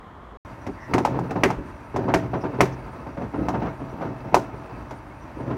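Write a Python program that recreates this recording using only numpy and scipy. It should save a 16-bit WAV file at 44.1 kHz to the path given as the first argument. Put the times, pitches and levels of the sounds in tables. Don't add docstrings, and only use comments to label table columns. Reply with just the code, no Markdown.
import sys
import numpy as np
from scipy import signal
from scipy.fft import rfft, irfft, next_fast_len
from scipy.io import wavfile
from scipy.ndimage import uniform_filter1d

SR = 44100
rng = np.random.default_rng(int(sys.argv[2]) if len(sys.argv) > 2 else 0)


def wrap_up_sound(samples):
    columns = np.atleast_2d(samples).T
    tamed = np.clip(columns, -1, 1)
    steps = np.round(tamed * 32767).astype(np.int16)
    wavfile.write(sys.argv[1], SR, steps)


N = 245637
TIME_S = np.arange(N) / SR
BLOW_S = np.arange(2 ** 15) / SR

# start_s, thump_db, knock_db, clank_db, tub_boom_db, directness_0_to_1
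CORNER_BANGS = [(0.6655, -31, -35.5, -43.5, -30, 0.36), (0.936, -19.5, -21.5, -27, -23.5, 0.18),
                (0.9805, -27, -22.5, -34.5, -22.5, 0.45), (1.049, -35.5, -19, -33, -45.5, 0.81),
                (1.1891, -28.5, -27.5, -54, -53, 0.73), (1.307, -39, -32.5, -42, -53, 0.02),
                (1.4347, -20.5, -18, -20, -14.5, 0.33), (1.502, -33, -26, -38, -32, 0.63),
                (1.961, -28, -26, -42, -20.5, .65), (2.1386, -21.5, -18, -25.5, -22, 0.4),
                (2.6061, -19, -15, -20, -16.5, 0.68), (3.4844, -28, -24.5, -39.5, -59, 0.6),
                (4.3432, -27, -11.5, -26.5, -19.5, 0.81), (4.908, -40, -36.5, -48.5, -62, 0.56)]
# start_s, thump_db, knock_db (before the thud trim and treble cut)
FACE_THUDS = [(1.085, -31, -46), (1.144, -26, -28.5), (1.355, -22.5, -25), (1.582, -30, -55),
              (1.941, -26.5, -33.5), (1.988, -27, -30.5), (2.032, -25, -33), (2.081, -22, -22),
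              (2.223, -26.5, -35), (2.332, -23.5, -23.5), (2.436, -24.5, -26.5), (2.535, -30.5, -32.5),
              (2.586, -18.5, -28.5), (3.064, -33, -35.5), (3.169, -30, -31), (3.212, -26.5, -30.5),
              (3.336, -26.5, -29.5), (3.38, -23.5, -34), (3.538, -25, -25), (3.617, -23.5, -26),
              (3.653, -32.5, -28), (3.802, -30.5, -35), (3.925, -34.5, -43), (4.009, -30, -26.5),
              (4.048, -29.5, -32.5), (4.253, -32.5, -44), (4.324, -25.5, -32), (5.474, -30.5, -40),
              (5.501, -24.5, -29)]
# start_s, length_s, pitch_hz, level_db
EDGE_SQUEAKS = [(0.748, 0.18, 1930, -47.5), (0.792, 0.086, 5560, -61.5), (2.402, 0.041, 5400, -57),
                (2.713, 0.04, 5800, -57)]
# pitch_hz, relative_level_db (before scatter by place), t60_s
DRUM_MODES = [(66.3, -5.5, 0.73), (113.9, 1, 0.54), (130.4, 1.5, 0.74), (174.4, 3, 0.33),
              (237.6, 3.5, 0.14), (265.6, 6.5, 0.27), (293.3, 3.5, 0.4), (357, -8, 0.57),
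              (372.8, -1.5, 0.38), (432.7, -8, 0.23), (473, -11, 0.21), (560.7, 2.5, 0.24), (653, 0, 0.37),
              (736.6, 5.5, 0.12), (767, -2.5, 0.19), (907, 1, 0.22), (1015.4, -0.5, 0.14), (1274, 1, 0.055),
              (1460, -21, 0.22), (1830, -26, 0.06), (1854, -13, 0.21), (2050, -13, 0.22), (2173, -12, 0.19),
              (2180, -21, 0.075), (2627, -2.5, 0.032), (5950, -26, 0.044)]
# frequency_hz, relative_density_db
CRASH_COLOUR = [(45, -16), (70, -8), (120, -2), (205, 0), (300, -2), (500, -5.5), (850, -7), (1200, -13),
                (1650, -14), (2100, -12.5), (2550, -18), (3200, -25.5), (4800, -25.5), (6000, -24),
                (7500, -33), (15500, -47)]
# delay_s, rise_s, first_t60_s (rise and t60 of a hard contact),
# tail_db, tail_t60_s, ringing_db
REGISTER_SHAPES = [(0.00011, 0.00061, 0.22, -15.5, 0.61, -1), (0.00029, 0.00027, 0.13, -11, 0.41, -1),
                   (0.00036, 0.00076, 0.081, -16, 0.36, -6), (0.0004, 0.0012, 0.058, -13.5, 0.23, 1.5)]
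# low_hz, high_hz
REGISTER_BANDS = [(45, 450), (450, 1500), (1500, 3200), (3200, 17000)]
# delay_s, gain_ratio
YARD_ECHOES = [(.0069, 0.36), (.0122, 0.15), (.0178, 0.083), (.0239, .27), (.0305, 0.14)]
# start_s, length_s, rumble_db, grinding_db (before the rolling trims)
TUMBLES = [(0.867, 0.61, -25, -34), (1.928, 1.1, -33.5, -39.5), (3.384, 0.28, -26, -32.5),
           (3.838, 0.96, -32, -38), (5.34, 0.46, -27, -41)]
# frequency_hz, relative_density_db
GRIND_COLOUR = [(50, -25), (120, 1.5), (300, 3.5), (480, 4.5), (900, -1), (1500, -16), (2500, -28.5),
                (3300, -32.5), (6000, -36.5), (9000, -87), (16000, -36)]
# frequency_hz, relative_density_db
MOTOR_COLOUR = [(15, -30), (25, -26), (79, 5), (113, 6), (148, -3), (349, -1), (482, -20), (598, -3),
                (741, -12), (945, -2.5), (1300, -9.5), (1570, -10.5), (3340, -30), (15500, -48.5)]
# pitch_hz, width_hz, level_db (before waver)
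WHINE_TONES = [(55, 22, -50), (285, 70, -58), (2200, 120, -68), (2520, 450, -68), (4680, 130, -78),
               (5850, 500, -77), (9100, 900, -80), (11400, 900, -84)]
# frequency_hz, relative_density_db
WHIR_COLOUR = [(15, -40), (25, -25), (55, -5), (120, -14.5), (427, -17.5), (489, -18), (591, -20),
               (1130, -16), (1520, -25.5), (2000, -30.5), (2610, -41), (3250, -37.5), (4490, -50.5),
               (16000, -67)]

WHIR_END_S, MOTOR_START_S = 0.372, 0.449
WHIR_DB, MOTOR_NOISE_DB = -43, -42
EDGE_HZ = 15900
MIDDLING_THUMP_DB, CONTACT_HZ, SAG_HZ_PER_DB = -30.5, 821, 8.5
SWING_CYCLES, DAMPING_PER_DB = 0.75, 0.0959
GRIT_DB = -11.5
SLIP_S, SETTLE_T60_S = 0.047, 0.54
CREEP_RUMBLE_DB, CREEP_GRIND_DB = -42, -44.5
NUDGES_PER_S, NUDGE_THUMP_DB, NUDGE_KNOCK_DB, NUDGE_SPREAD_DB = 4, -5.5, -8.5, 1
BUMP_RISE_S = 0.0004


def bangs(clack_hz=2200, clack_db=-6, splinter_db=-30):
    out = np.zeros(N)
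    for start_s, thump_db, knock_db, clank_db, boom_db, direct in CORNER_BANGS:
        hz, cycles, grit_db = landing(thump_db, knock_db, clank_db)
        thump, knock, clank, grit = registers(BLOW_S)
        swing = contact(BLOW_S, hz, cycles)
        knock = struck(np.sqrt(direct) * swing + np.sqrt(1 - direct) * knock)
        clack = contact(BLOW_S, clack_hz, cycles=1.1)
        clank = struck(clank + amp(clack_db) * clack)
        splinters = np.diff(grit, prepend=0)
        grit = struck(grit + amp(grit_db - splinter_db) * splinters)
        add(out, start_s, amp(thump_db) * thump + amp(knock_db) * knock + amp(boom_db) * boom(BLOW_S))
        add(out, start_s, amp(clank_db) * clank + amp(grit_db) * grit)
    return out


def landing(thump_db, knock_db, clank_db):
    weight_db = thump_db - MIDDLING_THUMP_DB
    hardness_db = (knock_db + clank_db) / 2
    pitch_hz = CONTACT_HZ - SAG_HZ_PER_DB * weight_db
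    cycles = SWING_CYCLES * np.exp(-DAMPING_PER_DB * weight_db)
    return pitch_hz, cycles, hardness_db + GRIT_DB


def contact(t_s, hz, cycles, echo_hz=1800):
    u = t_s * hz / cycles
    envelope = (u ** 2 * np.exp(-u)) ** 2
    swing = envelope * np.sin(2 * np.pi * hz * t_s)
    dull = signal.lfilter(*signal.butter(1, echo_hz, fs=SR), swing)
    for delay_s, gain in YARD_ECHOES:
        add(swing, delay_s, gain * dull)
    return struck(swing)


def registers(t_s, softness_s=0.0):
    clatter = coloured(crumbling(count=len(t_s)), CRASH_COLOUR)
    ring = drum_ring(t_s)
    parts = []
    for edges_hz, shape in zip(REGISTER_BANDS, REGISTER_SHAPES):
        delay_s, rise_s, first_t60_s, tail_db, tail_t60_s, ring_db = shape
        age_s = np.maximum(t_s - delay_s, 0)
        attack = 1 - np.exp(-age_s / (rise_s + softness_s))
        first = dying(age_s, first_t60_s + 10 * softness_s)
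        fall = np.hypot(first, amp(tail_db) * dying(age_s, tail_t60_s))
        panels = struck(band(clatter * attack * fall, *edges_hz))
        modes = struck(band(ring * attack, *edges_hz))
        parts.append(struck(panels + amp(ring_db) * modes))
    return parts


def drum_ring(t_s, place_db=3.0):
    ring = np.zeros(len(t_s))
    for hz, db, t60_s in DRUM_MODES:
        level = amp(db + place_db * rng.standard_normal())
        ring += level * dying(t_s, t60_s) * np.sin(2 * np.pi * (hz * t_s + rng.random()))
    return ring


def crumbling(count, grain_db=2, grain_s=0.00099):
    width = max(round(grain_s * SR), 1)
    spurts = evened(uniform_filter1d(rng.standard_normal(count), width))
    return rng.standard_normal(count) * amp(grain_db * spurts)


def boom(t_s, hz=383, peak_s=0.031, width_s=0.009):
    pitch_hz = hz * rng.uniform(0.947, 1.03)
    swell = np.exp(-((t_s - peak_s) / width_s) ** 2)
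    return np.sqrt(2) * swell * np.sin(2 * np.pi * (pitch_hz * t_s + rng.random()))


def thuds(trim_db=-2.5, clank_db=-14.5, grit_db=-26, softness_s=0.0061, dull_hz=5000,
          push_hz=300, slap_hz=680, direct_db=-7):
    out = np.zeros(N)
    for start_s, thump_db, knock_db in FACE_THUDS + nudges():
        thump, knock, clank, grit = registers(BLOW_S, softness_s)
        stiffness = 2 ** rng.uniform(-0.29, 0.52)
        push = contact(BLOW_S, push_hz * stiffness, cycles=0.9)
        slap = contact(BLOW_S, slap_hz * stiffness, cycles=0.83)
        thump = struck(thump + amp(direct_db) * push)
        knock = struck(knock + amp(direct_db) * slap)
        treble = amp(clank_db) * clank + amp(grit_db) * grit
        add(out, start_s, amp(thump_db) * thump + amp(knock_db) * (knock + treble))
    return amp(trim_db) * signal.lfilter(*signal.butter(2, dull_hz, fs=SR), out)


def nudges(count=24):
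    place, size = rng.uniform(-1, 1, (count, 2)).T
    start_s = MOTOR_START_S + (np.arange(count) + 0.5 + 0.5 * place) / NUDGES_PER_S
    rumble, _ = tumbling()
    level_db = 20 * np.log10(np.interp(start_s, TIME_S, rumble)) + NUDGE_SPREAD_DB * size
    return list(zip(start_s, level_db + NUDGE_THUMP_DB, level_db + NUDGE_KNOCK_DB))


def rolling(bumps_per_s=260, spread_db=4, ring_db=-1, rumble_trim_db=-5.5, grind_trim_db=-2, places=3):
    hits = rng.random(N) < bumps_per_s / SR
    force = amp(spread_db * np.minimum(rng.exponential(1, N), 2))
    bumps = hits * rng.choice([-1, 1], N) * force
    place = rng.integers(0, places, N)
    scuffs, rings = np.zeros(N), np.zeros(N)
    for k in range(places):
        here = bumps * (place == k)
        scuff = rng.standard_normal(len(BLOW_S)) * dying(BLOW_S, 0.056)
        ring = drum_ring(BLOW_S) * (1 - np.exp(-BLOW_S / BUMP_RISE_S))
        scuffs += signal.oaconvolve(here, scuff)[:N]
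        rings += signal.oaconvolve(here, ring)[:N]
    body = coloured(scuffs, GRIND_COLOUR) + amp(ring_db) * evened(rings)
    rumble, grind = tumbling()
    low = evened(band(body, 30, 546)) * amp(rumble_trim_db) * rumble
    high = evened(band(body, 345, 17000)) * amp(grind_trim_db) * grind
    return low + high


def tumbling():
    rumble = np.full(N, amp(CREEP_RUMBLE_DB))
    grind = np.full(N, amp(CREEP_GRIND_DB))
    for start_s, length_s, rumble_db, grind_db in TUMBLES:
        swell = np.clip((TIME_S - start_s) / SLIP_S, 0, 1)
        motion = swell * dying(np.maximum(TIME_S - start_s - length_s, 0), SETTLE_T60_S)
        rumble = np.hypot(rumble, amp(rumble_db) * motion)
        grind = np.hypot(grind, amp(grind_db) * motion)
    return rumble, grind


def squeaks(spread=0.25):
    out = np.zeros(N)
    for start_s, length_s, hz, db in EDGE_SQUEAKS:
        stroke = np.sin(np.pi * np.clip((TIME_S - start_s) / length_s, 0, 1))
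        out += amp(db) * stroke * fuzzy_tone(hz, spread * hz)
    return out


def motor(waver_db=4.0, flutter_db=-1.0):
    tones = np.zeros(N)
    for hz, width_hz, db in WHINE_TONES:
        tones += amp(db + waver_db * drift(19)) * fuzzy_tone(hz, width_hz)
    level = amp(MOTOR_NOISE_DB + flutter_db * drift(12.0))
    return tones + level * coloured(rng.standard_normal(N), MOTOR_COLOUR)


def whir():
    return amp(WHIR_DB + 0.5 * drift(22)) * coloured(rng.standard_normal(N), WHIR_COLOUR)


def fuzzy_tone(hz, width_hz):
    turn = 2 * np.pi * hz * TIME_S
    return drift(width_hz / 2) * np.cos(turn) + drift(width_hz / 2) * np.sin(turn)


def drift(rate_hz):
    size = next_fast_len(N)
    f_hz = np.fft.rfftfreq(size, 1 / SR)
    spectrum = rfft(rng.standard_normal(size)) * np.exp(-(f_hz / rate_hz) ** 2)
    return evened(irfft(spectrum, size)[:N])


def coloured(x, points):
    hz, db = np.transpose(points)
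    f_hz = np.fft.rfftfreq(len(x), 1 / SR)
    gain = amp(np.interp(np.log(f_hz + 1), np.log(hz + 1), db))
    return evened(irfft(rfft(x) * gain, len(x)))


def band(x, low_hz, high_hz):
    sos = signal.butter(3, [low_hz, high_hz], "band", fs=SR, output="sos")
    return signal.sosfilt(sos, x)


def amp(db):
    return 10 ** (np.asarray(db) / 20)


def evened(x):
    return x / np.sqrt(np.mean(x ** 2) + 1e-20)


def struck(x):
    return x / np.sqrt(np.mean(x[:round(0.03 * SR)] ** 2) + 1e-20)


def dying(t_s, t60_s):
    return np.exp(-np.log(1000) * t_s / t60_s)


def add(mix, start_s, sound):
    part = mix[max(round(start_s * SR), 0):][:len(sound)]
    part += sound[:len(part)]


def scene():
    machine = bangs() + thuds() + rolling() + squeaks() + motor()
    return (machine * (TIME_S > MOTOR_START_S) + whir() * (TIME_S < WHIR_END_S))[None]


def record(dry):
    limited = dry / (1 + dry ** 8) ** (1 / 8)
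    lowpass = signal.firwin(801, EDGE_HZ, window=("kaiser", 7), fs=SR)
    return signal.oaconvolve(limited, lowpass[None], "same")


dry = scene()
out = record(dry)
wrap_up_sound(out)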